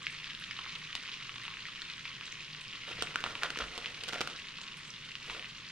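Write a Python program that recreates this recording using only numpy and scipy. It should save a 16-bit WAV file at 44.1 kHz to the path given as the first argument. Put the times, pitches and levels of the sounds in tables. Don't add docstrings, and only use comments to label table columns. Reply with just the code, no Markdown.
import sys
import numpy as np
from scipy import signal
from scipy.fft import rfft, irfft
from scipy.io import wavfile
from scipy.ndimage import uniform_filter1d

SR = 44100
rng = np.random.default_rng(int(sys.argv[2]) if len(sys.argv) > 2 else 0)


def master(y):
    cut = np.clip(np.atleast_2d(y).T, -1, 1)
    pcm = np.round(cut * 32767)
    wavfile.write(sys.argv[1], SR, pcm.astype(np.int16))


N = 251811
TIME = np.arange(N) / SR


def amp(db):
    return 10 ** (np.asarray(db) / 20)


def unit(x):
    return x / np.sqrt(np.mean(x ** 2) + 1e-20)


def read(points, hz):
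    f, value = np.transpose(points)
    return np.interp(np.log(hz + 1), np.log(f + 1), value)


def level(rows):
    s, db = np.transpose(rows)
    return amp(np.interp(TIME, s, db))


def swells(rows):
    return sum(amp(db) * np.exp(-.5 * ((TIME - s) / width) ** 2) for s, width, db in rows)


def flutter(size):
    return unit(uniform_filter1d(rng.standard_normal(N), size))


def add(mix, s, sound):
    part = mix[max(round(s * SR), 0):][:len(sound)]
    part += sound[:len(part)]


def colour(x, points, size=4096):
    log_gain = np.log(amp(read(points, abs(np.fft.fftfreq(size, 1 / SR)))))
    taps = np.fft.ifft(np.exp(np.conj(signal.hilbert(log_gain)))).real[:size // 2]
    return signal.fftconvolve(x, taps)[:len(x)]


def noise(spectrum):
    return unit(colour(rng.standard_normal(N), spectrum))


def high_pass(x, hz):
    return signal.sosfilt(signal.butter(N=2, Wn=hz, btype="high", fs=SR, output="sos"), x)


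def ping(hz, cycles, size=900):
    turns = hz * np.arange(size) / SR
    return turns / cycles * np.exp(1 - turns / cycles) * np.sin(2 * np.pi * turns)


def crack(decay_s, low_hz, size=900):
    return high_pass(rng.standard_normal(size) * np.exp(-TIME[:size] / decay_s), low_hz)


def ricochet(strength, decay_s, size=400):
    echoes = strength * rng.standard_normal(size) * (rng.random(size) < 3000 / SR)
    return np.r_[1, echoes * np.exp(-TIME[:size] / decay_s)]


def grains(low_hz, high_hz, per_s, spread_db, cycles, scatter_s, scatter, crowding, count=22):
    pitches, out = np.geomspace(low_hz, high_hz, count), np.zeros(N)
    shares = pitches ** crowding / np.sum(pitches ** crowding)
    for hz, share in zip(pitches, shares):
        grain = np.convolve(ping(hz, cycles), ricochet(scatter, scatter_s))
        onsets = rng.random(N) < per_s * share / SR
        strength = np.minimum(rng.exponential(1, N), 3.4)
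        train = onsets * amp(spread_db * strength)
        out += np.sqrt(hz) * unit(signal.oaconvolve(train, grain)[:N])
    return unit(high_pass(out, low_hz / 2))


# frequency_hz, gain_db
FLOOR_SPECTRUM = [(20, 1.5), (48, -1), (80, -4.5), (125, 2), (165, 4), (230, -1.5), (330, -5.5),
                  (450, -8.5), (700, -18.5), (1500, -6.5), (8000, -56)]
# pitch_hz, level_db
HUM_TONES = [(120, -72.5), (151.5, -70)]
def background(floor_db=-59, side_db=-12, waver=1.0):
    mid, side = noise(FLOOR_SPECTRUM), noise(FLOOR_SPECTRUM)
    hum = np.zeros(N)
    for hz, db in HUM_TONES:
        drift = flutter(9000)
        hum += amp(db) * np.sqrt(2) * (1 + waver * drift) * np.sin(2 * np.pi * hz * TIME + drift)
    return hum + amp(floor_db) * (mid + amp(side_db) * np.array([side, -side]))


# frequency_hz, decay_s
REVERB_TIMES = [(150, 0.59), (1000, 0.48), (4000, 0.13), (8000, 0.21), (13000, 0.11)]
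# frequency_hz, gain_db
REVERB_SPECTRUM = [(100, -3), (1000, 0), (4000, -1), (8000, -7), (13000, -15)]
# frequency_hz, gain_db
REVERB_WIDTH = [(100, -3.5), (1000, -7), (3000, -5.5), (6000, 9), (12000, 18)]
def kitchen(x, wet_db, gap_s=0.0016, size=16000):
    taps = rng.standard_normal((2, size)) * (rng.random((2, size)) < 3000 / SR) * (TIME[:size] > gap_s)
    hz, t, bands = signal.stft(taps, SR, nperseg=256)
    bands *= amp(-60 * t / read(REVERB_TIMES, hz)[:, None])
    bands *= amp(read(REVERB_SPECTRUM, hz))[:, None]
    bands[1] *= amp(read(REVERB_WIDTH, hz))[:, None]
    mid, side = signal.istft(bands, SR)[1]
    response = amp(wet_db) * np.array([mid + side, mid - side]) / np.linalg.norm(mid)
    response[:, 0] += 1
    return signal.fftconvolve(np.atleast_2d(x), response, axes=1)[:, :N]


# start_s, level_db, pitch_hz, decay_s
COUNTER_BUMPS = [(3.611, -44.5, 52.7, 0.015), (5.29, -54, 45, 0.012)]
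def bumps():
    out = np.zeros(N)
    for s, db, hz, decay_s in COUNTER_BUMPS:
        add(out, s, amp(db) * ping(hz, hz * decay_s, size=8000))
    return out


# centre_s, half_width_s, level_db
BAG_SHIFTS = [(3.0, 0.059, -53.5), (3.28, 0.041, -55), (3.63, 0.024, -55.5)]
def heaves():
    return swells(BAG_SHIFTS) * noise([(40, -2), (80, -1.5), (180, 7), (260, -8), (600, -48)])


# centre_s, half_width_s, level_db
HAND_SLIDES = [(2.91, 0.037, -49.5), (3.31, 0.02, -52), (5.305, 0.05, -47.5)]
# frequency_hz, gain_db
SLIDE_SPECTRUM = [(300, -25), (1200, -9), (2900, 13.5), (5000, -3), (8000, -16), (10000, -13), (15000, -28)]
def slides(grain_db=3):
    catches = amp(grain_db * flutter(90))
    return swells(HAND_SLIDES) * unit(colour(catches * rng.standard_normal(N), SLIDE_SPECTRUM))


# start_s, hold_s, level_db
HAND_GRIPS = [(2.87, 0.045, -47.5), (2.98, 0.0065, -41.5), (3.02, 0.011, -39), (3.236, 0.04, -43),
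              (3.298, 0.025, -44), (3.418, 0.042, -36), (3.597, 0.024, -34.5), (3.72, 0.071, -49.5),
              (4.076, 0.02, -44.5), (4.123, 0.039, -40), (4.172, 0.008, -43.5), (4.208, 0.0062, -34),
              (4.29, 0.021, -51.5), (5.26, 0.13, -51)]
# start_s, hold_s, level_db
HAND_SEARCH = [(2.884, 1.42, -58)]
def hand_effort(rise_share=0.12, release_s=0.01):
    power = np.zeros(N)
    for start, hold, db in HAND_GRIPS + HAND_SEARCH:
        rise = np.clip((TIME - start) / (rise_share * hold), 0, 1)
        fall = np.exp(-np.maximum(TIME - start - hold, 0) / release_s)
        power += (amp(db) * rise * fall) ** 2
    return np.sqrt(power)


# frequency_hz, gain_db
CRUMPLE_SPECTRUM = [(60, 5), (200, -10), (420, 4.5), (800, 3.5), (1350, 8.5), (2100, 4), (3300, 4.5),
                    (6000, -10.5), (9000, -34), (15000, -57)]
# frequency_hz, gain_db
SWISH_SPECTRUM = [(500, 17), (2000, -13), (5000, 11), (9000, 1), (12000, -8), (15000, -25)]
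def rustle(flurry_db=3.5, swish_db=-43.5, swish_growth=0.28):
    effort = hand_effort()
    flurries = unit(amp(flurry_db * flutter(130)))
    creases = grains(low_hz=245, high_hz=11600, per_s=5700, spread_db=1.0, cycles=0.48,
                     scatter_s=0.0013, scatter=0.77, crowding=0.8)
    crumple = effort * unit(colour(flurries * creases, CRUMPLE_SPECTRUM))
    swish = amp(swish_db) * effort ** swish_growth * flurries * noise(SWISH_SPECTRUM)
    return crumple + swish


# start_s, level_db, pitch_hz, click_db, spray_db, flap_db
# The last three are offsets from level_db.
CREASE_SNAPS = [(0.9526, -36.5, 1090, 19.5, -7.5, -3.5), (3.013, -44, 1500, 5, -12, -15),
                (3.0229, -25, 1290, 4, -12, -1.5), (3.064, -48, 1500, 8, -12, -15),
                (3.158, -19, 1475, -2, -25.5, -12.5), (3.205, -35, 1630, -2, -18, -11),
                (3.2401, -24, 1140, 10, -27, -18), (3.2629, -25, 1230, -8, -35, -29),
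                (3.4338, -22.5, 1550, 12.7, -18, -23), (3.5036, -30.5, 1480, 1, -14.5, -4),
                (3.573, -30, 1760, -2, -19, -1.5), (3.5883, -29.5, 1610, -2, -16, -8),
                (3.6175, -32.5, 1510, -2, -34, -2), (3.622, -39, 1200, -8, -28, 3.5),
                (3.6412, -40, 1530, 10, -26, -10), (3.7781, -34, 1080, 13, -12, -0.5),
                (4.0364, -42, 1440, 18, -2.5, 2), (4.0817, -45, 1430, 7, -1.5, -18),
                (4.087, -37, 1420, -4, -5.5, -22), (4.093, -37, 1430, 12, -13, -10),
                (4.1262, -41.5, 1490, 0, -9, -2), (4.1326, -31.5, 1500, 1, -15, -2),
                (4.142, -33, 1400, -4, -15, -6), (4.157, -36.5, 1780, 2, -21, 4),
                (4.183, -35, 1700, 2, -19, -5), (4.2073, -27.5, 1410, 4, -13.5, 3),
                (4.213, -35, 1670, 15, -4, -3), (4.2739, -27.5, 1380, 6.5, -16.5, -9),
                (4.3007, -43, 1400, 17, -18, -10)]
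def snaps(snaps_db=-2, flap_boost_db=7, spray_boost_db=6, settle_db=-25.5, flap_hz=310, click_hz=3100):
    ports, clicks = np.zeros((2, N)), np.zeros(N)
    for s, db, hz, click_db, spray_db, flap_db in CREASE_SNAPS:
        flap = amp(flap_db + flap_boost_db) * ping(flap_hz * rng.uniform(.8, 1.25), cycles=.25)
        body = ping(hz, cycles=0.73) + flap
        click = np.convolve(ping(click_hz, cycles=0.4), ricochet(0.22, 0.0016))
        add(clicks, s, amp(db + click_db) * click)
        spray_gain = amp(db + spray_db + spray_boost_db)
        for port in ports:
            add(port, s, amp(db) * body + spray_gain * crack(decay_s=0.0017, low_hz=3170))
            add(port, s, spray_gain * amp(settle_db) * crack(decay_s=0.011, low_hz=4000, size=2500))
    film = [(60, -13.5), (250, -10.5), (1400, 3.5), (2000, 4.5), (3000, 25.5), (6000, 13.5),
            (9000, 4.5), (12000, -5.0), (15000, -19)]
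    return high_pass(clicks, hz=414) + amp(snaps_db) * np.array([colour(port, film) for port in ports])


# pitch_hz, bandwidth_hz, gain_db
RUSTLE_RESONANCES = [(455, 32, -4.5), (502, 50, -6.5), (574, 27, -7), (721, 38, 0), (1220, 41, -25),
                     (1397, 59, -4), (1545, 55, -26), (1750, 110, -14), (8680, 130, 0)]
def resonances(x, dry_db=-1.0, ring_db=-3, right_lead_db=6):
    ring = sum(amp(db) * signal.lfilter(*signal.iirpeak(hz, hz / width, fs=SR), x)
               for hz, width, db in RUSTLE_RESONANCES)
    return amp(dry_db) * x + amp(ring_db) * ring * amp([[-right_lead_db / 2], [right_lead_db / 2]])


# time_s, level_db
FOAM_LEVELS = [(0.0, -48), (0.7, -44.5), (1.5, -46.5), (2.25, -45.5), (2.42, -67), (2.8, -48), (3.4, -47),
               (5.3, -54), (5.7, -49)]
def foam(foam_db=-5.5, surge_db=3.6):
    bubbles = grains(low_hz=1100, high_hz=4500, per_s=1100, spread_db=4.5, cycles=1.2,
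                     scatter_s=0.0011, scatter=0.1, crowding=0.9, count=36)
    surges = amp(surge_db * flutter(700))
    spectrum = [(600, -21.5), (1050, -2), (1500, -1.0), (1900, 0), (3000, 0), (4500, -8)]
    return amp(foam_db) * level(FOAM_LEVELS) * unit(colour(surges * bubbles, spectrum))


# time_s, level_db
BOIL_LEVELS = [(0.0, -47), (0.67, -46), (2.62, -47), (3.02, -46.5), (5.36, -47.5), (5.7, -48)]
# frequency_hz, gain_db
STEAM_SPECTRUM = [(800, -9), (2000, -1), (3500, 3.5), (6300, -5), (8000, -16.5), (8800, -12.5),
                  (12000, -26), (15000, -39)]
def steam(steam_db=-10.5):
    return amp(steam_db) * level(BOIL_LEVELS) * np.array([noise(STEAM_SPECTRUM) for _ in range(2)])


# frequency_hz, gain_db
SIZZLE_SPECTRUM = [(290, -80), (500, -2), (655, -24), (1080, -7.5), (1260, -13.5), (1700, -11.5),
                   (1800, -5), (2880, -0.5), (3670, -3), (5620, -14), (6300, -15.5), (7910, -29),
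                   (11900, -52.5), (15000, -64)]
def sizzle(sizzle_db=0.57, clump_db=3.5):
    bubbles = grains(low_hz=1036, high_hz=11320, per_s=12000, spread_db=6.5, cycles=0.61,
                     scatter_s=0.0035, scatter=0.12, crowding=0.98)
    clumps = amp(clump_db * flutter(260))
    return amp(sizzle_db) * level(BOIL_LEVELS) * unit(colour(clumps * bubbles, SIZZLE_SPECTRUM))


# start_s, level_db, pitch_hz
DROPLETS = [(0.0595, -33, 5000), (0.2438, -35, 4900), (0.5102, -29, 4800), (1.4371, -43, 8600),
            (1.814, -37, 5350), (2.2558, -33, 6350), (2.3221, -30, 5840), (2.5646, -35, 4670),
            (2.6813, -31, 4860), (4.362, -32, 4970), (4.6139, -35, 4790), (4.9043, -30, 5560),
            (5.1542, -33, 5360), (5.6880, -32, 4970)]
def spatters(per_s=18, tick_db=-46, spread_db=4, tick_hz=6160, spread_octaves=0.27):
    out, rows = np.zeros(N), list(DROPLETS)
    for s in TIME[rng.random(N) < per_s / SR]:
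        big, high = rng.standard_normal(2)
        rows.append((s, tick_db + spread_db * big, tick_hz * 2 ** (spread_octaves * high)))
    for s, db, hz in rows:
        add(out, s, amp(db) * np.convolve(ping(hz, cycles=1.0), ricochet(0.23, 0.0015)))
    return high_pass(out, hz=2500)


def pop(db, hz, plop_db, plop_hz=1150, tear_db=-28):
    plop = amp(plop_db) * ping(plop_hz * 2 ** rng.uniform(-.25, .25), cycles=.55)
    ring = high_pass(ping(hz, cycles=0.66), hz / 2)
    tear = amp(tear_db) * crack(decay_s=0.0019, low_hz=1590)
    return amp(db) * np.convolve(ring + plop + tear, ricochet(0.25, 0.0016))


# start_s, level_db, pitch_hz, relative_plop_db
LARGE_BUBBLES = [(0.068, -18, 2570, -35), (0.2433, -28.5, 2850, -26), (0.3068, -31.5, 2850, -24),
                 (0.3497, -28.5, 3350, -24), (0.411, -43, 3680, -29), (0.4398, -27.5, 3400, -36),
                 (0.5097, -26, 2340, -26), (0.512, -33, 2400, -26), (0.5902, -31, 2980, -1.5),
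                 (0.6454, -37, 2130, -12), (0.662, -36.5, 2090, -6), (0.753, -31, 3630, -16),
                 (0.9293, -28, 3050, -21), (1.058, -34, 2540, -27), (1.078, -31, 2910, -26),
                 (1.088, -32.5, 2860, -11.5), (1.117, -32, 3500, -21), (1.294, -29, 2640, -16),
                 (1.3416, -33, 2920, -16), (1.3587, -31.5, 3340, -14), (1.4527, -32, 3100, -13),
                 (1.48, -29, 2620, -9), (1.57, -32.5, 2180, -11), (1.654, -32.5, 2040, -15),
                 (1.685, -37, 3080, -22), (1.819, -27.5, 3570, -16), (1.9002, -29, 3330, -30),
                 (2.0541, -27.5, 2530, -16.5), (2.2102, -28, 2860, -17), (2.548, -31, 2800, -29),
                 (2.7281, -31.5, 2800, -26), (2.97, -38, 2400, -13), (3.0717, -32, 2400, -13),
                 (3.3532, -26, 2720, -13), (3.559, -31, 2760, -5), (3.7376, -36, 2740, -16),
                 (3.8444, -31, 2670, -26), (3.8593, -22, 3070, -20), (4.3894, -33, 2500, -23),
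                 (4.586, -36.5, 2980, -3.5), (5.1193, -37.5, 2550, -23), (5.1538, -27.5, 3020, -17.5),
                 (5.298, -28, 2520, -8.5), (5.3951, -31.5, 2720, -18), (5.4255, -32, 2740, -17),
                 (5.4444, -32, 2430, -15)]
def pops(pops_db=-1, spits_per_s=26, spit_db=-40.5, spread_db=2, spit_hz=2900, spread_octaves=0.27):
    out = np.zeros(N)
    for s, db, hz, plop_db in LARGE_BUBBLES:
        add(out, s, pop(db, hz, plop_db))
    for s in TIME[rng.random(N) < spits_per_s / SR]:
        big, high = rng.standard_normal(2)
        add(out, s, pop(spit_db + spread_db * big, spit_hz * 2 ** (spread_octaves * high), plop_db=-17))
    pan = [(300, -57.0), (750, -2.0), (1100, 9.5), (2500, 6.5), (5000, 7.5), (9000, 1), (15000, -45)]
    return amp(pops_db) * colour(out, pan)


def pan_echoes(x, wet_db, turns_per_s=47, count=4):
    place = (TIME * turns_per_s % 1) * count
    echoes = np.zeros((2, N))
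    for k in range(count):
        distance = abs((place - k + count / 2) % count - count / 2)
        share = x * np.cos(np.pi / 2 * np.minimum(distance, 1))
        echoes += kitchen(share, wet_db) - share
    return x + echoes


def scene(frying_db=-2.0):
    frying = amp(frying_db) * pan_echoes(sizzle() + foam() + pops() + spatters(), wet_db=-12.5)
    plastic = resonances(rustle() + snaps()) + slides() + heaves() + bumps()
    bag = kitchen(plastic, wet_db=-17.0)
    return frying + steam() + bag + background()


# frequency_hz, gain_db
PORT_BALANCE = [(60, 0.5), (400, -1.8), (1300, -1.3), (2400, 0.7), (5400, -1.5), (7100, 0.8), (8300, -5),
                (10400, -3.5), (12000, -7.5), (15000, -5)]
def record(dry, lag_s=4e-5, cutoff_hz=15500):
    hz = np.fft.rfftfreq(2 * N, 1 / SR)
    tilt = amp(read(PORT_BALANCE, hz) / 2)
    delay = np.exp(-2j * np.pi * hz * lag_s)
    ports = irfft(rfft(dry, 2 * N) * np.array([tilt * delay, 1 / tilt]))[:, :N]
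    low_pass = signal.firwin(511, cutoff_hz, window=("kaiser", 9), fs=SR)
    return signal.oaconvolve(ports, low_pass[None], "same")


dry = scene()
out = record(dry)
master(out)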